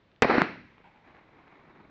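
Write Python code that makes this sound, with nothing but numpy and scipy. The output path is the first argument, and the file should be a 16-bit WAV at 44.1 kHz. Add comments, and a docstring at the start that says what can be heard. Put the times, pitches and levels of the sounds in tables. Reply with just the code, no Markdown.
"""Gas balloon exploding over a torch

A gas-filled balloon explodes over a torch flame, outdoors at night. The shock wave overloads a small
microphone close by. Walls and scattered objects reflect it for a quarter of a second, and a hollow
echo returns from far away. The turbulent flame burns on with a soft, fluttering rush, fine crackle
and a few ticks, over the faint rumble of the night air."""
import sys
import numpy as np
from scipy import signal
from scipy.fft import rfft, irfft
from scipy.io import wavfile
from scipy.ndimage import uniform_filter1d

SR = 44100
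rng = np.random.default_rng(int(sys.argv[2]) if len(sys.argv) > 2 else 0)


def generate_wav(signal):
    """Clip the signal to [-1, 1] and save it as 16-bit WAV at the path in sys.argv[1]."""
    frames = np.transpose(np.atleast_2d(signal))
    scaled = np.clip(frames, -1, 1) * 32767
    pcm = np.round(scaled).astype(np.int16)
    wavfile.write(sys.argv[1], SR, pcm)


N = 83790
T = np.arange(N) / SR
BANG_S, OVERPRESSURE_S = .2221, .0007

# Roar of burning gas behind the shock front: frequency_hz, density_db
ROAR_SPECTRUM = [(30, -20), (100, -15), (240, -3), (750, 0), (1200, -5), (1600, 0), (2400, -1), (2900, -15),
                 (3700, -19), (5400, -28), (8000, -62)]
# Bright crack of the first milliseconds: frequency_hz, density_db
CRACK_SPECTRUM = [(300, -17), (1500, -5.5), (2400, 15.5), (2900, -10.5), (3600, 4), (4700, -19),
                  (5500, -4.5), (6500, -15.5), (8000, -45)]
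# Diffuse reflections from the ground and surroundings: frequency_hz, density_db
REVERB_SPECTRUM = [(30, -37), (70, -13.5), (150, -0.5), (260, 5), (500, -2), (900, -5), (2000, -3.5),
                   (2650, -12), (3050, -19), (3450, -24.5), (4200, -20), (4800, -30.5), (5500, -31.5),
                   (6500, -48), (8000, -86)]
# Their growth, slowest in the bass: frequency_hz, build_up_s
REVERB_BUILD = [(100, 0.66), (250, 0.19), (450, 0.037), (700, 0.017), (1200, 0.097), (2500, 0.17),
                (4000, .02)]
# Their decay: frequency_hz, t60_s
REVERB_DECAY = [(60, 1), (220, 0.49), (800, .36), (2000, 0.53), (5000, 0.55)]
# Slaps from the ground and flat walls: start_s, peak_db, low_edge_hz, high_edge_hz
WALL_SLAPS = [(.2262, -11, 172, 652), (.2309, -13, 280, 900), (.2485, -12.5, 350, 880),
              (.2519, -11, 220, 580), (.2987, -19, 900, 2300), (.3031, -11.5, 613, 1370),
              (.3066, -16, 696, 1200), (.3105, -12.5, 700, 1310), (.3470, -36, 900, 2600),
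              (.3543, -24, 300, 900), (.3812, -23.5, 230, 700), (.3828, -8.5, 1100, 1790),
              (.4170, -23.5, 700, 1790), (.4184, -3, 600, 1800), (.4191, -22.5, 2000, 4300),
              (.5585, -38.5, 200, 910)]
# Low thuds among the later wall echoes: start_s, envelope_peak_db, pitch_hz
WALL_THUDS = [(0.2966, -14.5, 430), (0.3374, -31, 248), (0.3527, -15.5, 459), (0.3802, -11.5, 277.5),
              (.4175, -21.5, 178.4)]
# Echoes from rough groups of objects: start_s, level_db, rise_s, t60_s, high_edge_hz
SCATTERED_ECHOES = [(.243, -13.5, 0.002, 0.037, 1210), (0.294, -20.5, 0.0065, 0.19, 1980),
                    (0.339, -25, 0.0059, 0.053, 2300), (.378, -22.5, 0.0063, 0.033, 1990),
                    (0.437, -33.5, 0.0036, 0.053, 2350), (0.602, -55.5, .012, 0.045, 3500)]
# Their shared colour: frequency_hz, density_db
SCATTER_SPECTRUM = [(40, -17.5), (150, -20.5), (280, -3), (750, 7), (1100, -5), (2400, 0), (3200, -20),
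                    (4300, -2), (8000, -45)]
# Echoes from far away: start_s, level_db, rise_s, t60_s
DISTANT_ECHOES = [(.841, -53.5, 0.00071, 0.11), (0.853, -53.5, 0.0033, 0.28), (0.867, -54.5, 0.0081, 0.028),
                  (0.889, -71, 0.0049, 0.053), (.935, -60, 0.02, .4)]
# Their hollow colour: frequency_hz, density_db
DISTANT_SPECTRUM = [(100, -16), (200, -4), (500, -20), (700, -6), (820, 4), (980, -1), (1150, -27),
                    (1450, -11), (1800, -19), (2300, -9.5), (3000, -21.5), (6000, -48)]
# Rush of the flame: frequency_hz, density_db
FLAME_SPECTRUM = [(25, -22), (60, -10.5), (130, -1.5), (300, 3), (520, -3.5), (950, 0), (1500, -6.5),
                  (2250, -4.5), (3000, -21), (4000, -29), (5000, -34), (7000, -42), (8000, -64.5)]
# Strength of the flame: time_s, gain_db
FLAME_GAIN = [(.5, -60), (.6, -69.5), (.76, -69), (1.02, -67), (1.08, -56), (1.13, -59.5), (1.165, -56),
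              (1.22, -61), (1.3, -62.5), (1.39, -59), (1.455, -62.5), (1.485, -58), (1.6, -58), (1.8, -56),
              (1.9, -60.5)]
# Brightness of the rush: time_s, tilt_db_per_octave
FLAME_BRIGHTNESS = [(.7, 5.5), (.95, 1.5), (1.1, 0.14), (1.55, 0), (1.7, -1.5), (1.9, -2.5)]
# Ticks and spits of the flame: start_s, peak_db, low_edge_hz, high_edge_hz
FLAME_TICKS = [(.117, -53, 1800, 3420), (.162, -51, 2800, 3340), (.7803, -51, 148, 950),
               (.7818, -44.5, 500, 2610), (.8025, -48, 200, 540), (.814, -51, 120, 2400),
               (1.124, -70, 2000, 3300), (1.149, -44.5, 251, 2140), (1.168, -47.5, 600, 2800),
               (1.39, -49, 400, 1010), (1.48, -47, 1500, 2800)]
# Fine crackle of the flame: frequency_hz, density_db
CRACKLE_SPECTRUM = [(200, -28), (1000, -6), (2200, 0.5), (3000, -12), (4000, 1.5), (4600, -28.5),
                    (7000, -45.5)]
# Rumble and hiss of the night air: frequency_hz, density_db
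AIR_SPECTRUM = [(15, -10), (35, -5), (70, -1), (125, 0), (200, -3), (400, -5), (700, -10), (1400, -13),
                (2300, -15), (3000, -19), (3700, -20), (5000, -30), (6500, -39), (8000, -47)]


def blast():
    """A blast wave: pressure jumps, then decays into suction, trailed by a crack and the gas's roar."""
    age = np.maximum(T - BANG_S, 0)
    scaled_age = age / OVERPRESSURE_S
    front = (age > 0) * (1 - scaled_age) * np.exp(-scaled_age)
    roar = amp(-15) * decay(age - .0044, t60_s=.084) * dense_noise(ROAR_SPECTRUM)
    crack_fade = np.exp(-np.maximum(age - .004, 0) / .0012)
    crack = amp(-18.5) * crack_fade * dense_noise(CRACK_SPECTRUM)
    behind_front = np.clip(2 * scaled_age - 1, 0, 1)
    return behind_front * (roar + crack) - front  # overpressure is negative in the signal


def reverberation(hold_s=.19, drop_db=-2.5, drop_s=.03):
    """Diffuse reflection: energy builds up as small echoes arrive, then each band decays at its rate."""
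    grain = amp(-.5 * drift(.0033))
    hz, t, bands = signal.stft(dense_noise(REVERB_SPECTRUM), SR, nperseg=256)
    age = t - BANG_S
    late_s = np.maximum(age - hold_s, 0)
    build = np.sqrt(np.clip(age / at_frequency(REVERB_BUILD, hz)[:, None], 0, 1))
    fall = decay(late_s, at_frequency(REVERB_DECAY, hz)[:, None])
    drop = amp(drop_db * np.minimum(late_s / drop_s, 1))
    wash = signal.istft(bands * build * fall * drop, SR, nperseg=256)[1][:N]
    return amp(-25.5) * (T > BANG_S) * grain * wash


def wall_echoes(rise_cycles=.6):
    """Specular reflection: flat surfaces return the shock as sharp slaps and a few low thuds."""
    out = pulses(WALL_SLAPS)
    for start_s, peak_db, pitch_hz in WALL_THUDS:
        cycles = np.maximum(T - start_s, 0) * pitch_hz
        scaled_age = cycles / rise_cycles
        envelope = scaled_age * np.exp(1 - scaled_age)
        out += amp(peak_db) * envelope * np.sin(2 * np.pi * cycles)
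    return out


def scattered_echoes():
    """Scattering: rough groups of objects smear the shock into short bursts of noise."""
    return sum(amp(level_db) * swell(start_s, rise_s, t60_s) * dense_noise(SCATTER_SPECTRUM, edge_hz)
               for start_s, level_db, rise_s, t60_s, edge_hz in SCATTERED_ECHOES)


def distant_echoes():
    """Propagation delay and spreading: the hollow echoes from far away arrive late and weak."""
    return sum(amp(level_db) * swell(start_s, rise_s, t60_s) * dense_noise(DISTANT_SPECTRUM)
               for start_s, level_db, rise_s, t60_s in DISTANT_ECHOES)


def flame_rush(strength, flutter_db=1.9, patch_db=.5):
    """Turbulent combustion radiates broadband noise that swells, flutters and shifts in brightness."""
    hz, t, bands = signal.stft(dense_noise(FLAME_SPECTRUM), SR, nperseg=512, noverlap=384)
    patches = uniform_filter1d(rng.standard_normal(bands.shape), size=10, axis=1)  # smooth in time
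    patches = unit(uniform_filter1d(patches, size=7, axis=0))  # and across frequency
    octaves = np.log2(np.clip(hz, 200, 3000) / 700)[:, None]
    tilt_db = octaves * np.interp(t, *np.transpose(FLAME_BRIGHTNESS))
    bands = bands * amp(patch_db * patches + tilt_db)
    rush = signal.istft(bands, SR, nperseg=512, noverlap=384)[1][:N]
    return rush * strength * amp(flutter_db * drift(.0059))


def flame_crackle(strength, pops_per_s=130):
    """Shot noise: tiny independent pops of uneven size, scaled by the strength of the flame."""
    size_db = np.minimum(rng.exponential(1, N), 3)
    signs = rng.choice([-1., 1.], N)
    pops = amp(size_db) * signs * (rng.random(N) < pops_per_s / SR)
    return amp(-20.5) * strength * coloured(pops, CRACKLE_SPECTRUM)


def night_air():
    """Ambient noise: a steady low rumble with a faint hiss."""
    return amp(-65) * dense_noise(AIR_SPECTRUM)


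def pulses(rows):
    """Impulse responses: single pressure pulses, each ringing briefly within its own band."""
    out = np.zeros(N)
    for start_s, peak_db, low_hz, high_hz in rows:
        pulse = signal.unit_impulse(SR // 20)
        pulse = signal.sosfilt(signal.butter(2, low_hz, "high", fs=SR, output="sos"), pulse)
        pulse = signal.sosfilt(signal.butter(5, high_hz, fs=SR, output="sos"), pulse)
        span = out[round(start_s * SR):][:len(pulse)]
        span -= amp(peak_db) * pulse[:len(span)] / abs(pulse).max()
    return out


def dense_noise(spectrum, edge_hz=None, slot_samples=6):
    """Superposition: equal impulses of random sign, one in each time slot, merge into coloured noise."""
    slots = np.arange(0, N - slot_samples, slot_samples)
    impulses = np.zeros(N)
    impulses[slots + rng.integers(0, slot_samples, len(slots))] = rng.choice([-1., 1.], len(slots))
    return coloured(impulses, spectrum, edge_hz)


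def coloured(source, spectrum, edge_hz=None):
    """Linear filtering imposes a spectrum and an optional treble roll-off; the result has rms 1."""
    hz = np.fft.rfftfreq(N, 1 / SR)
    roll_off = 1 if edge_hz is None else 1 / np.hypot(1, np.square(hz / edge_hz))
    return unit(irfft(rfft(source) * amp(at_frequency(spectrum, hz)) * roll_off, N))


def drift(smoothing_s):
    """Moving averages turn white noise into a random drift of rms 1."""
    size = round(smoothing_s * SR)
    return unit(uniform_filter1d(uniform_filter1d(rng.standard_normal(N), size), size))


def swell(start_s, rise_s, t60_s):
    """A transient envelope: linear rise, then exponential decay."""
    age = T - start_s
    return np.clip(age / rise_s, 0, 1) * decay(age - rise_s, t60_s)


def decay(age_s, t60_s):
    """Exponential decay from age zero, by 60 dB in each t60_s."""
    return np.exp(-np.log(1000) * np.maximum(age_s, 0) / t60_s)


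def at_frequency(table, hz):
    """Interpolation on a logarithmic frequency axis."""
    table_hz, values = np.transpose(table)
    return np.interp(np.log(hz + 1), np.log(table_hz + 1), values)


def amp(db):
    """Amplitude ratio of a level in decibels."""
    return 10 ** (np.asarray(db) / 20)


def unit(x):
    """Normalisation to rms 1."""
    return x / np.sqrt(np.mean(x ** 2) + 1e-20)


def scene():
    """Superposition: the pressures of blast, echoes, flame and air add in one channel."""
    echoes = reverberation() + wall_echoes() + scattered_echoes() + distant_echoes()
    strength = (T > BANG_S) * amp(np.interp(T, *np.transpose(FLAME_GAIN)))
    flame = flame_rush(strength) + flame_crackle(strength) + pulses(FLAME_TICKS)
    return (blast() + echoes + flame + night_air())[None]


def record(dry):
    """Overload: the microphone clips the highest peaks, and a steep low-pass limits the band."""
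    overload, edge_hz = .66, 8100
    clipped = np.clip(dry, -overload, overload)
    low_pass = signal.firwin(401, edge_hz, window=("kaiser", 8), fs=SR)
    return signal.oaconvolve(clipped, low_pass[None], "same")


dry = scene()
out = record(dry)
generate_wav(out)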